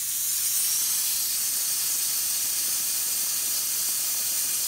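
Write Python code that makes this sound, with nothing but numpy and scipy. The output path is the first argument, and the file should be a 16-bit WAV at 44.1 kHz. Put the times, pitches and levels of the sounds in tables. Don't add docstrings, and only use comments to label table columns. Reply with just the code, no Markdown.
import sys
import numpy as np
from scipy import signal
from scipy.fft import rfft, irfft
from scipy.io import wavfile
from scipy.ndimage import uniform_filter1d

SR = 44100
rng = np.random.default_rng(int(sys.argv[2]) if len(sys.argv) > 2 else 0)


def wav_record(signal):
    frames = np.transpose(np.atleast_2d(signal))
    bounded = np.clip(frames, -1, 1)
    quanta = np.round(bounded * 32767).astype(np.int16)
    wavfile.write(sys.argv[1], SR, quanta)


def invert_db(level):
    return 10 ** (np.asarray(level, dtype=float) / 20)


N = 206167
FRAME, HOP = 2048, 512
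HZ = np.fft.rfftfreq(FRAME, 1 / SR)
TIMES = np.arange(N // HOP + 5) * HOP / SR

# (time [s], level [dB])
JET_LEVEL = [(0.0, -27), (0.13, -25.5), (0.65, -21.5), (0.69, -23), (0.88, -22.5), (1.31, -25),
             (1.95, -23.5), (3.69, -24.5), (4.67, -24)]
# (frequency [Hz], density [dB per Hz])
JET_COLOUR = [(300, -40), (700, -28), (1000, -21), (1500, -19), (2200, -15), (3500, -10), (5000, -5),
              (6500, -4.5), (8500, 0), (10000, -8), (11500, -5), (13500, -7.1), (15600, -4.4)]
# (frequency [Hz], density [dB per Hz])
ROAR_COLOUR = [(100, -23), (170, 4.5), (330, 7.5), (480, 3), (650, 7), (900, -3), (1300, 3), (1800, -5),
               (2600, -12.5)]
# (delay [ms], gain [ratio], path change sideways [mm per mm], path change forwards [mm per mm])
ECHOES = [(0.26, -0.25, -0.37, 0.51), (0.3667, 1.568, -0.42, -1.32), (0.3676, -1.714, -0.43, -1.1),
          (0.5589, -0.147, -0.6, 0.39), (0.6395, 0.18, 0.2, 1.88), (0.7139, 0.078, -0.56, 1.67),
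          (0.8088, -0.543, -0.07, -0.33), (0.8127, 0.624, -0.02, -0.25), (0.9505, 0.084, -0.07, 1.35),
          (1.1211, 0.077, 0.56, -0.0), (1.1685, 0.093, 1.79, 0.79), (1.3115, 0.129, -0.05, 0.43),
          (1.5119, 0.084, -1.17, -1.53), (1.6198, 0.062, -0.04, 0.17), (1.727, 0.074, -0.92, 1.03),
          (2.0319, 0.062, 0.45, 1.37), (2.126, 0.081, 1.01, 0.52), (2.3821, 0.083, -0.5, 2.12),
          (2.4369, 0.096, -2.04, 2.04), (2.6476, -0.171, -0.34, 0.59), (2.7549, -0.079, -2.79, -0.31),
          (2.8021, -0.126, -2.36, 0.25), (2.8823, 0.066, -0.54, 0.55), (2.96, -0.148, -0.03, 1.21),
          (3.0206, -0.126, 0.53, 1.32), (3.0804, -0.087, 1.51, -0.87), (3.3932, -0.084, 0.28, 2.05),
          (4.7429, 0.065, 1.17, -0.21), (5.4014, -0.044, 0.71, 1.27), (6.5576, 0.039, -0.05, -0.49)]
# (start [s], end [s], first delay [ms], gain [ratio], slide [ms per s])
SWING = [(0.0, 0.98, 0.31, 0.102, 0.0), (0.0, 0.98, 0.359, -0.122, 0.04), (0.0, 1.12, 0.382, -0.057, 0.08),
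         (0.0, 1.19, 0.095, 0.083, 0.0), (0.0, 1.32, 0.247, -0.149, 0.02), (0.0, 1.32, 1.44, -0.058, 0.0),
         (0.07, 1.26, 0.184, -0.059, 0.18), (0.14, 0.77, 0.437, -0.102, -0.6),
         (0.21, 0.7, 0.585, -0.079, -0.6), (0.21, 1.32, 0.166, 0.054, 0.02),
         (0.28, 1.32, 1.321, 0.06, -0.12), (0.35, 0.56, 0.934, -0.14, 1.44),
         (0.35, 1.32, 0.726, 0.08, -0.02), (0.49, 1.12, 2.459, 0.075, -0.14),
         (0.7, 1.19, 3.04, 0.098, -0.12), (0.7, 1.26, 0.584, -0.132, -0.02),
         (0.7, 1.32, 0.663, 0.084, -0.06), (0.7, 1.32, 0.927, 0.073, -0.08),
         (0.7, 1.32, 2.558, -0.13, -0.06), (0.77, 1.26, 0.996, 0.091, -0.04),
         (0.98, 1.19, 1.184, 0.145, -0.16), (1.05, 1.32, 0.127, -0.169, -0.06), (.42, .7, .22, .13, -.62),
         (.14, .37, .8, -.09, .6)]
# (time [s], lag [ms])
LAG = [(0, .17), (.22, .41), (.35, .4), (.55, .31), (.72, .11), (.95, .06), (1.4, 0)]
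# (time [s], low [Hz], high [Hz], level [dB])
SPLITS = [(.3, 5180, 6400, -35), (.3, 9600, 11800, -33), (.86, 4200, 5150, -37), (.86, 11700, 13200, -36),
          (2.81, 6740, 8350, -37), (3.135, 4200, 5650, -37), (3.345, 6840, 8400, -37),
          (3.576, 4170, 6260, -37), (3.901, 9600, 10900, -37), (4.505, 11000, 12460, -36),
          (4.645, 4240, 5130, -37)]
# (time [s], frequency [Hz], lift [dB])
HOLLOW = [(.58, 5230, -6), (.65, 5500, 6), (.75, 5750, 5.5), (.85, 6400, 8), (1.0, 6250, 8),
          (1.08, 6300, -4)]
# (time [s], peak level [dB], pitch [Hz])
POPS = [(2.003, -42, 1080), (2.527, -63, 366), (2.677, -44.5, 300), (2.797, -44.5, 270), (3.263, -34, 1320),
        (3.349, -48, 1260), (3.887, -35, 1160), (4.098, -38, 1070), (4.144, -36.5, 1110)]
# (frequency [Hz], density [dB per Hz])
SHOP_COLOUR = [(15, -35), (30, -14), (45, -20), (58, 7.5), (80, -2), (110, 3), (200, 0.5), (400, -7.5),
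               (900, -20), (2000, -40)]
# (from [mm], to [mm], middle [s], spread [s])
CREEP = (-3.3, 2.0, 2.7, .3)
# (amplitude [mm], period [s], crest [s])
SWAY = (1.1, 1.05, 2.25)


def evened(x):
    return x / np.sqrt(np.mean(abs(x) ** 2) + 1e-20)


def colour(points):
    hz, db = np.transpose(points)
    return invert_db(np.interp(np.log(HZ + 1), np.log(hz + 1), db))


def curves(rows, t=TIMES):
    s, *columns = np.transpose(rows)
    return [np.interp(t, s, column) for column in columns]


def noise(gain):
    spectra = rng.standard_normal((len(TIMES), len(HZ), 2)) @ [1, 1j]
    sound = signal.istft((spectra * gain).T, nperseg=FRAME, noverlap=FRAME - HOP)[1]
    return evened(sound[:N])


def flicker(top_hz):
    return evened(signal.lfilter(*signal.butter(1, top_hz, fs=SR), rng.standard_normal(N)))


def delayed(ms, gains):
    phase = (-2 * np.pi / 1000 * ms[:, None, :] * HZ[:, None]).astype(np.float32)
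    return np.cos(phase) @ gains + 1j * (np.sin(phase) @ gains)


def jet(patchy_db=0.6, flutter_db=0.46, flutter_hz=14, shade_hz=4300, hollow_width_hz=107):
    level_db, = curves(JET_LEVEL, np.arange(N) / SR)
    lag, = curves(LAG)
    tilt_db_per_octave = -0.1 + 3.5 * lag
    tilt = np.outer(tilt_db_per_octave, np.log2(np.clip(HZ, 800, None) / 7000))
    open_s, open_spread_s = 0.42, 0.11
    shade_db = -0.47 + np.exp(-((TIMES - open_s) / open_spread_s) ** 2)
    shade = np.outer(shade_db, 1 / (1 + (HZ / shade_hz) ** 6))
    hollow_hz, lift_db = curves(HOLLOW)
    hollow = lift_db[:, None] * np.exp(-((HZ - hollow_hz[:, None]) / hollow_width_hz) ** 2)
    patches = rng.standard_normal((len(TIMES), len(HZ)))
    patches = uniform_filter1d(patches, size=6, axis=0)
    patches = evened(uniform_filter1d(patches, size=60, axis=1))
    field = colour(JET_COLOUR) * invert_db(tilt + shade + hollow + patchy_db * patches) * abs(bench())
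    field /= np.sqrt(uniform_filter1d((field ** 2).mean(1), size=9))[:, None]
    return invert_db(level_db + flutter_db * flicker(flutter_hz)) * noise(field)


def bench():
    lag, = curves(LAG)
    near = work_reflections(lag) + swing_reflections()
    slid = np.exp(-2j * np.pi / 1000 * np.outer(lag, HZ))
    return (1 + near) * (1 + scatter(lag) * slid)


def work_reflections(lag, settle_s=1.32, blend_s=0.09, far_hz=7000):
    creep_from, creep_to, creep_s, creep_spread_s = CREEP
    sideways = creep_from + (creep_to - creep_from) / (1 + np.exp((creep_s - TIMES) / creep_spread_s))
    sway_mm, period_s, crest_s = SWAY
    forwards = sway_mm * np.cos(2 * np.pi * (TIMES - crest_s) / period_s)
    ms, gains, per_side, per_fore = np.transpose(ECHOES)
    path_mm = np.outer(sideways, per_side) + np.outer(forwards, per_fore)
    at_rest = delayed(ms + path_mm / 343, gains)
    far = ms > 2
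    away = delayed(ms[far] + lag[:, None], gains[far]) / (1 + (HZ / far_hz) ** 2)
    settled = np.clip((TIMES - settle_s) / blend_s + 0.5, 0, 1)[:, None]
    return settled * at_rest + (1 - settled) * away


def swing_reflections(swing_gain=1.25, blend_s=0.09):
    total = np.zeros((len(TIMES), len(HZ)), complex)
    for start, end, first_ms, gain, slide in SWING:
        since_start = TIMES - start + (start == 0)
        share = np.clip(np.minimum(since_start, end - TIMES) / blend_s + 0.5, 0, 1)
        now = share > 0
        ms = first_ms + slide * (TIMES[now, None] - start)
        total[now] += swing_gain * share[now, None] * delayed(ms, np.array([gain]))
    return total


def scatter(lag, late_db=-8, start_ms=3.5, t60=0.08, turns_per_m=25):
    t = np.arange(FRAME) / SR
    tails = rfft(rng.standard_normal((6, FRAME)) * invert_db(-60 * t / t60) * (t > start_ms / 1000))
    travel_m = 0.425 * np.cumsum(abs(np.gradient(lag))) + 0.004 * TIMES
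    turns = np.outer(travel_m * turns_per_m, rng.uniform(0.2903, 1, 6)) + rng.random(6)
    return invert_db(late_db) * evened(np.cos(2 * np.pi * turns) @ tails)


def shop(room_db=-59.5, hum_db=-67, hum_hz=129, hum_width_hz=7.1):
    hum = noise(1 / (1 + ((HZ - hum_hz) / hum_width_hz) ** 4))
    return invert_db(room_db) * noise(colour(SHOP_COLOUR)) + invert_db(hum_db) * hum


def roar(lumpy_db=3.0, lump_hz=90):
    t = np.arange(N) / SR
    nearing_db = 8 * np.exp(-t / 0.13)
    wrapping_db = 12 * np.exp(-t / 1.33)
    lumps = evened(noise(colour(ROAR_COLOUR)) * invert_db(lumpy_db * flicker(lump_hz)))
    return invert_db(-50.5 - nearing_db - wrapping_db) * lumps


def pops(cycles=0.8, boost_db=3, sharp=1.5, fall=0.45, build_s=0.0028):
    out = np.zeros(N + SR)
    for s, db, hz in POPS:
        u = np.arange(0, 5, sharp * hz / SR)
        phase = 2 * np.pi * np.log1p(fall * u) / fall
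        envelope = u / cycles * np.exp(1 - u / cycles)
        out[round((s + build_s) * SR):][:len(u)] += invert_db(db + boost_db) * np.sin(phase) * envelope
    return out[:N]


def scene():
    mono = jet() + shop() + roar() + pops()
    return np.array([mono, mono])


def top_cut(x):
    return signal.sosfilt(signal.butter(12, 16860, fs=SR, output="sos"), x)


def record(dry, edge_hz=15715):
    side = np.zeros(N + FRAME)
    for s, low_hz, high_hz, db in SPLITS:
        band = (HZ > low_hz) * (HZ < high_hz)
        burst = evened(irfft(rfft(rng.standard_normal(FRAME)) * band))
        side[round(s * SR) - FRAME // 2:][:FRAME] += invert_db(db) * burst * np.hanning(FRAME) ** 2
    wide = dry + np.outer([1, -1], side[:N])
    low_pass = signal.firwin(2001, edge_hz, window=("kaiser", 10), fs=SR)
    mix = signal.oaconvolve(wide, low_pass[None], "same")
    return top_cut(mix)


dry = scene()
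out = record(dry)
wav_record(out)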